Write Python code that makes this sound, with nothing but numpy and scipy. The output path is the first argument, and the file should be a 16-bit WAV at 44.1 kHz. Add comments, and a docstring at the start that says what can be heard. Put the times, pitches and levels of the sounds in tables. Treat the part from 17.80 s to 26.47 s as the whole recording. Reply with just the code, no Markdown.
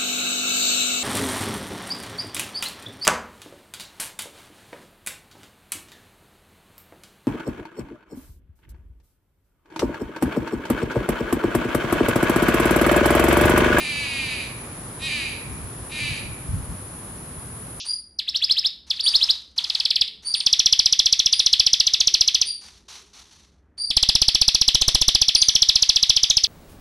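"""A prinia, a small songbird, sings in someone's hand close to the microphone, in a yard with wire cages.
Its voice organ whistles two phrases of rising slurs, a short run and two long trills of falling chips.
The loud notes overload the microphone, which adds a soft thump and crackle. A second bird peeps
farther off, something rustles now and then, and a faint hum comes and goes in the quiet air."""
import sys
import numpy as np
from scipy import signal
from scipy.fft import rfft, irfft
from scipy.io import wavfile
from scipy.ndimage import uniform_filter1d, minimum_filter1d

SR = 44100
rng = np.random.default_rng(int(sys.argv[2]) if len(sys.argv) > 2 else 0)


def persist_wave(psi):
    """Save psi, clipped to +-1, as 16-bit WAV."""
    counts = np.round(np.clip(psi, -1, 1) * 32767).astype(np.int16)
    wavfile.write(sys.argv[1], SR, np.atleast_2d(counts).T)


N = 382347


def prinia(chip_reach_hz=5000, slur_reach_hz=5260):
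    """The near bird sings short diving chips, alone and in trills, and longer rising slurs."""
    # one chip: t/s from mid-sweep, f/Hz, level/dB
    chip_shape = [(-.009, 6850, -40), (-.007, 6420, -16), (-.005, 5920, -3), (-.003, 5330, 2),
                  (0, 4500, -1.5), (.0055, 3330, -4), (.009, 2790, -19), (.014, 2280, -29),
                  (.026, 1560, -47)]
    # one slur: t/s from mid-sweep, f/Hz, level/dB
    slur_shape = [(-.034, 1590, -46.5), (-.021, 2290, -32.5), (-.012, 3213, -10), (0, 3923, -4.5),
                  (0.01, 4850, -4), (0.016, 5320, -5), (.018, 5380, 3)]
    # single chips that open or close a phrase: t/s, level/dB, length factor
    lone_chips = [(0.3926, -17.5, 1.14), (1.107, -15, 1.38), (1.168, -34, 2.1), (1.7831, -14.5, 1.2),
                  (1.844, -18.5, 0.91), (2.28, -25.5, 0.76), (2.543, -12, 1.2), (2.6052, -15.5, 0.67),
                  (6.1069, -13.5, 1)]
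    # rising notes: t/s, level/dB, length factor
    slur_notes = [(0.488, -17, 0.69), (0.5589, -13.5, 0.82), (0.6348, -11.5, 0.95), (0.7097, -10, 0.95),
                  (0.7817, -12, 0.93), (0.8575, -11.5, 0.95), (1.203, -14.5, 0.53), (1.2765, -10.5, 0.94),
                  (1.3527, -8.5, 0.92), (1.4270, -11, 1.06), (1.502, -10.5, 0.84)]
    # runs of chips: first and last t/s, chip count, haste and slowing per chip (shares of a gap),
    # first and last level/dB, first and last length factor, first and last reach/Hz
    trills = [(1.901, 2.2152, 7.2, 0.0014, 0.011, -14, -10, 0.7, 1.02, 5050, 5060),
              (2.668, 4.6195, 29.5, 0.022, 0.0013, -9, -9.5, 0.92, 0.93, 6060, 6700),
              (6.1715, 8.6426, 38, .103, .001, -7.5, -9, .9, .97, 5623, 7600)]
    falling = [(*chip, chip_reach_hz) for chip in lone_chips]
    falling += [chip for row in trills for chip in trill(*row)]
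    rising = [(*slur, slur_reach_hz) for slur in slur_notes]
    chips = sing(falling, chip_shape, octave_db=-29, third_db=-33.5, hiss_db=-25,
                 pitch_spread=.014, jitter=.012, shimmer_db=2)
    slurs = sing(rising, slur_shape, octave_db=-38, third_db=-38, hiss_db=-24.5,
                 pitch_spread=.0051, jitter=.012, shimmer_db=2.4)
    return chips + slurs


def trill(first_s, last_s, chips, haste, slowing, first_db, last_db, first_length, last_length,
          first_hz, last_hz, settle_chips=2, spread_db=.12):
    """The bird rushes the first chips, then slowly tires: gaps and chips get longer."""
    k = np.arange(round(chips) - 1)
    gaps = 1 - haste * np.exp(-k / settle_chips) + slowing * k
    progress = np.append(0, np.cumsum(gaps)) / gaps.sum()
    first = (0, first_s, first_db, first_length, first_hz)
    last = (1, last_s, last_db, last_length, last_hz)
    s, db, length, reach_hz = along([first, last], progress)
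    db = db - spread_db * rng.standard_normal(len(s))
    return list(zip(s, db, length, reach_hz))


def sing(notes, shape, octave_db, third_db, hiss_db, pitch_spread, jitter, shimmer_db,
         crack_s=.0029, crack_db=11, crack_jump=.15, strain=.11, release_s=.0015):
    """Each note is the same sweep, sung longer or shorter, with a little hiss; no two are alike."""
    # where the voice cracks: t/s, strength
    cracks = [(0.494, 0.35), (0.5672, 0.83), (.789, 0.21), (0.8642, 0.22), (1.213, 1), (1.436, 0.36),
              (1.511, 0.41), (3.396, 0.32), (4.207, 0.35), (7.621, 0.35), (7.691, 0.32), (8.504, 0.64)]
    # a bright, rasping hiss that rides on each note: f/Hz, level/dB
    hiss_colour = [(1500, -16.5), (5000, -1), (7500, -3.5), (10500, -11), (12700, -2), (14000, -9)]
    out, hiss_level = np.zeros(N), np.zeros(N)
    for s, level_db, length, reach_hz in notes:
        t = np.arange(shape[0][0] * length, shape[-1][0] * length, 1 / SR)
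        hz, db = along(shape, t / length)
        hz = hz * (1 + pitch_spread * rng.standard_normal() + jitter * waver(672, size=len(t)))
        db = db + level_db + shimmer_db * waver(510, size=len(t))
        # a note with no listed crack gets a small random one
        small_crack = s + crack_s * rng.standard_normal(), strain * rng.exponential()
        at, strength = next((row for row in cracks if t[0] < row[0] - s < t[-1]), small_crack)
        # at a crack the pitch jumps about; the level sags, with a surge on either side
        away = ((s + t - at) / crack_s) ** 2
        crack = strength * np.exp(-away / 2)
        hz = hz * (1 + crack_jump * crack * (1 + waver(1700, size=len(t))))
        db = db + crack_db * crack * (away - 1)
        # the voice fades out above the highest pitch it can reach
        db = db - 10 * np.log10(1 + (hz / reach_hz) ** 30)
        release = np.minimum((t[-1] - t) / release_s, 1)
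        add(out, s + t[0], whistle(hz, db, octave_db, third_db) * release)
        add(hiss_level, s + t[0], from_db(db + hiss_db))
    return out + hiss_level * noise(hiss_colour)


def whistle(hz, db, octave_db, third_db):
    """A nearly pure tone with two overtones, like a bird's voice softened by its throat."""
    phase = 2 * np.pi * np.cumsum(hz) / SR
    octave = from_db(octave_db) * np.sin(2 * phase)
    third = from_db(third_db) * np.sin(3 * phase) * (3 * hz < SR / 2)
    return np.sqrt(2) * from_db(db) * (np.sin(phase) + octave + third)


def yard(x, direct_db, tail_db, t60=.39, build_s=.00067, early_db=4, early_s=.02):
    """Sound arrives directly, then as close echoes and a blurred tail that loses 60 dB in t60 seconds."""
    # hand, phone and cage throw the sound back: delay/s, level/dB
    echoes = [(.0012, -14.5), (.0035, -11.5), (.0061, -18.5), (0.0163, -35.5), (0.018, -28)]
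    # tone of the yard's tail: f/Hz, level/dB
    tail_colour = [(500, 5.5), (2000, 4.5), (3200, -2), (4500, -5), (6000, -11), (8000, -2.5), (13000, -5)]
    t = np.arange(SR) / SR
    fade = from_db(-60 * t / t60 + early_db * np.exp(-t / early_s))
    build = 1 - np.exp(-t / build_s)
    tail = rms_one(noise(tail_colour, size=SR) * fade * build)
    response = from_db(tail_db) * tail / np.sqrt(SR)
    response[0] += from_db(direct_db)
    for delay, db in echoes:
        response[round(delay * SR)] += from_db(db)
    return signal.fftconvolve(x, response)[:N]


def overload(song, crackle_db=-35, top_hz=11500):
    """The microphone flattens one side of the wave: loud notes gain an octave, a thump and crackle."""
    # how lopsided the wave gets, most while the beak points down: t/s, bend/dB
    bends = [(0, -12), (4.7, -9.5), (6.1, 4), (6.85, -1), (7.12, 13.5), (7.55, -8), (8.67, -5.5)]
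    # crackle that rides on loud notes: f/Hz, level/dB
    crackle_colour = [(120, -10.5), (280, 7.5), (520, 9), (880, 11.5), (1600, 12.5), (4000, -8.5),
                      (7500, -19), (10000, -19), (13000, -32.5)]
    bend_db, = along(bends, np.arange(N) / SR)
    bent = song / (1 + from_db(bend_db) * np.maximum(-song, 0))
    bent = signal.sosfilt(signal.butter(4, top_hz, fs=SR, output="sos"), bent)
    loudness = np.sqrt(np.abs(uniform_filter1d(song ** 2, size=64)))
    return bent + from_db(crackle_db) * loudness * noise(crackle_colour)


def ringing_yard(level_db=-30, t60=.27, band_hz=(2700, 5900)):
    """A fading wash of noise: at the start the yard still rings with an earlier phrase."""
    wash = signal.sosfilt(signal.butter(5, band_hz, "band", fs=SR, output="sos"), rng.standard_normal(N))
    return rms_one(wash) * from_db(level_db - 60 * np.arange(N) / SR / t60)


def far_bird(jitter=.016, shimmer_db=3.5):
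    """A second bird whistles thin, slightly arched, trembling peeps with a strong octave."""
    # its calls: t/s, length/s, f/Hz, level/dB, octave/dB
    peeps = [(0.053, 0.11, 4790, -32, -10), (1.225, 0.064, 4670, -27, -15.5), (1.3, 0.046, 4700, -45, -16),
             (2.447, 0.083, 4716, -32.5, -12.5), (2.545, 0.061, 4548, -42.5, -2.5),
             (3.521, 0.068, 4810, -36, -9.5), (4.651, 0.088, 4710, -33, -12), (5.978, 0.1, 4742, -30, -15),
             (7.544, 0.11, 4753, -31.5, -13)]
    # one peep: share of its length, pitch factor, level/dB
    peep_shape = [(0, .96, -1.5), (.3, .995, 13), (.55, 1.012, 2.5), (.85, 1.0, 5.5), (1, 0.9, -15)]
    out = np.zeros(N)
    for s, length, pitch_hz, level_db, octave_db in peeps:
        bend, db = along(peep_shape, np.arange(0, 1, 1 / (length * SR)))
        hz = pitch_hz * (bend + jitter * waver(600, size=len(db)))
        db = db + level_db + shimmer_db * waver(300, size=len(db))
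        add(out, s, whistle(hz, db, octave_db, third_db=-64.5))
    return out


def rustles(attack_s=.0065, grain_db=2.5, t60=.45):
    """Dry, grainy swishes start quickly, hold a moment and die away in the yard."""
    # brief swishes and longer rustling: t/s, level/dB, hold/s
    swishes = [(0.044, -44.5, 0.01), (1.065, -48.5, 0.071), (1.246, -43, 0.28), (1.76, -43, 0.26),
               (2.422, -48.5, 0.23), (2.67, -52.5, 1.93), (4.807, -47, 0.086), (5.08, -44, 0.087),
               (5.33, -47, 0.078), (5.506, -56.5, 0.11), (5.971, -57, 0.035), (6.17, -54, 1.3),
               (7.55, -47, 0.95)]
    # tone of a rustle: f/Hz, level/dB
    rustle_colour = [(200, -54), (650, -19), (950, -12), (1600, -15.5), (2400, -14.5), (4200, -7),
                     (5000, -12.5), (6000, -7), (7400, -19.5), (10000, -21.5), (13000, -35)]
    swell, t = np.zeros(N), np.arange(N) / SR
    attack = 1 - np.exp(-t / attack_s)
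    for s, level_db, hold_s in swishes:
        add(swell, s, attack * from_db(level_db - 60 * np.maximum(t - hold_s, 0) / t60))
    return swell * noise(rustle_colour) * from_db(grain_db * waver(140, size=N))


def far_hum(fade_db_per_s=30.5, jitter=.05, shimmer_db=4):
    """A faint low tone from far away wavers, comes and goes."""
    # the top of each swell: t/s, f/Hz, level/dB
    swells = [(2.38, 426, -67), (4.3, 367.5, -63), (5.2, 403, -66.5)]
    out, t = np.zeros(N), np.arange(N) / SR
    for s, pitch_hz, level_db in swells:
        hz = pitch_hz * (1 + jitter * waver(70, size=N))
        db = level_db - fade_db_per_s * np.abs(t - s) + shimmer_db * waver(25, size=N)
        out += whistle(hz, db, octave_db=-15, third_db=-20)
    return out


def quiet_air(level_db=-59.5):
    """The yard's steady background is a soft, low rush."""
    # tone of the background: f/Hz, level/dB
    air_colour = [(25, -25), (45, -9.5), (68, 0.5), (115, -18.5), (165, -11), (280, -15), (600, -26),
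                  (2000, -34.5), (4100, -54.5), (13000, -63)]
    return from_db(level_db) * noise(air_colour)


def widen(x, crossover_hz=4350):
    """The bass is alike in both ears; echoes make the treble differ a little."""
    # echoes that reach left and right unequally: delay/s, level/dB
    side_echoes = [(.0016, -19), (.0042, -20), (.0165, -26)]
    treble = signal.sosfilt(signal.cheby1(10, 1, crossover_hz, "high", fs=SR, output="sos"), x)
    side = np.zeros(N)
    for delay, db in side_echoes:
        add(side, delay, from_db(db) * treble)
    return np.array([x + side, x - side])


def noise(colour, size=N):
    """Noise of strength 1, with its tone set by rows of f/Hz, level/dB."""
    hz, db = np.transpose(colour)
    bins = np.maximum(np.arange(size // 2 + 1) * SR / size, 1)
    gain = from_db(np.interp(np.log(bins), np.log(hz), db))
    return rms_one(irfft(rfft(rng.standard_normal(size)) * gain, size))


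def waver(rate, size):
    """A random wobble that glides to a new value rate times a second."""
    turns = rng.standard_normal(size=4096)
    return np.interp(np.arange(size) * rate / SR, np.arange(len(turns)), turns, period=len(turns))


def from_db(db):
    """Turn decibels into a factor to multiply by."""
    return 10 ** (np.asarray(db) / 20)


def rms_one(x):
    """Scale a sound to an average strength (rms) of 1."""
    return x / np.sqrt(np.mean(x ** 2) + 1e-20)


def along(rows, x):
    """Look up x in a table's first column and read the other columns there."""
    first, *columns = np.transpose(rows)
    return [np.interp(x, first, c) for c in columns]


def add(track, s, sound):
    """Lay a sound into a track from time s on."""
    at = max(round(s * SR), 0)
    part = sound[:max(N - at, 0)]
    track[at:at + len(part)] += part


def scene():
    """Both birds sound through the yard, over its quiet background; only the near one overloads."""
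    near = overload(yard(prinia(), direct_db=.5, tail_db=-6))
    far = yard(far_bird(), direct_db=-7, tail_db=1.5)
    air = quiet_air()
    return widen(near + ringing_yard() + far + rustles() + far_hum() + air)


def record(dry, ceiling=.85, cutoff_hz=13000):
    """A fast limiter turns both channels down together at the peaks; the highest treble is cut."""
    needed_gain = ceiling / np.maximum(np.abs(dry).max(axis=0), ceiling)
    gain = uniform_filter1d(minimum_filter1d(needed_gain, size=129), size=129)
    return signal.sosfilt(signal.ellip(10, .1, 70, cutoff_hz, fs=SR, output="sos"), dry * gain)


dry = scene()
out = record(dry)
persist_wave(out)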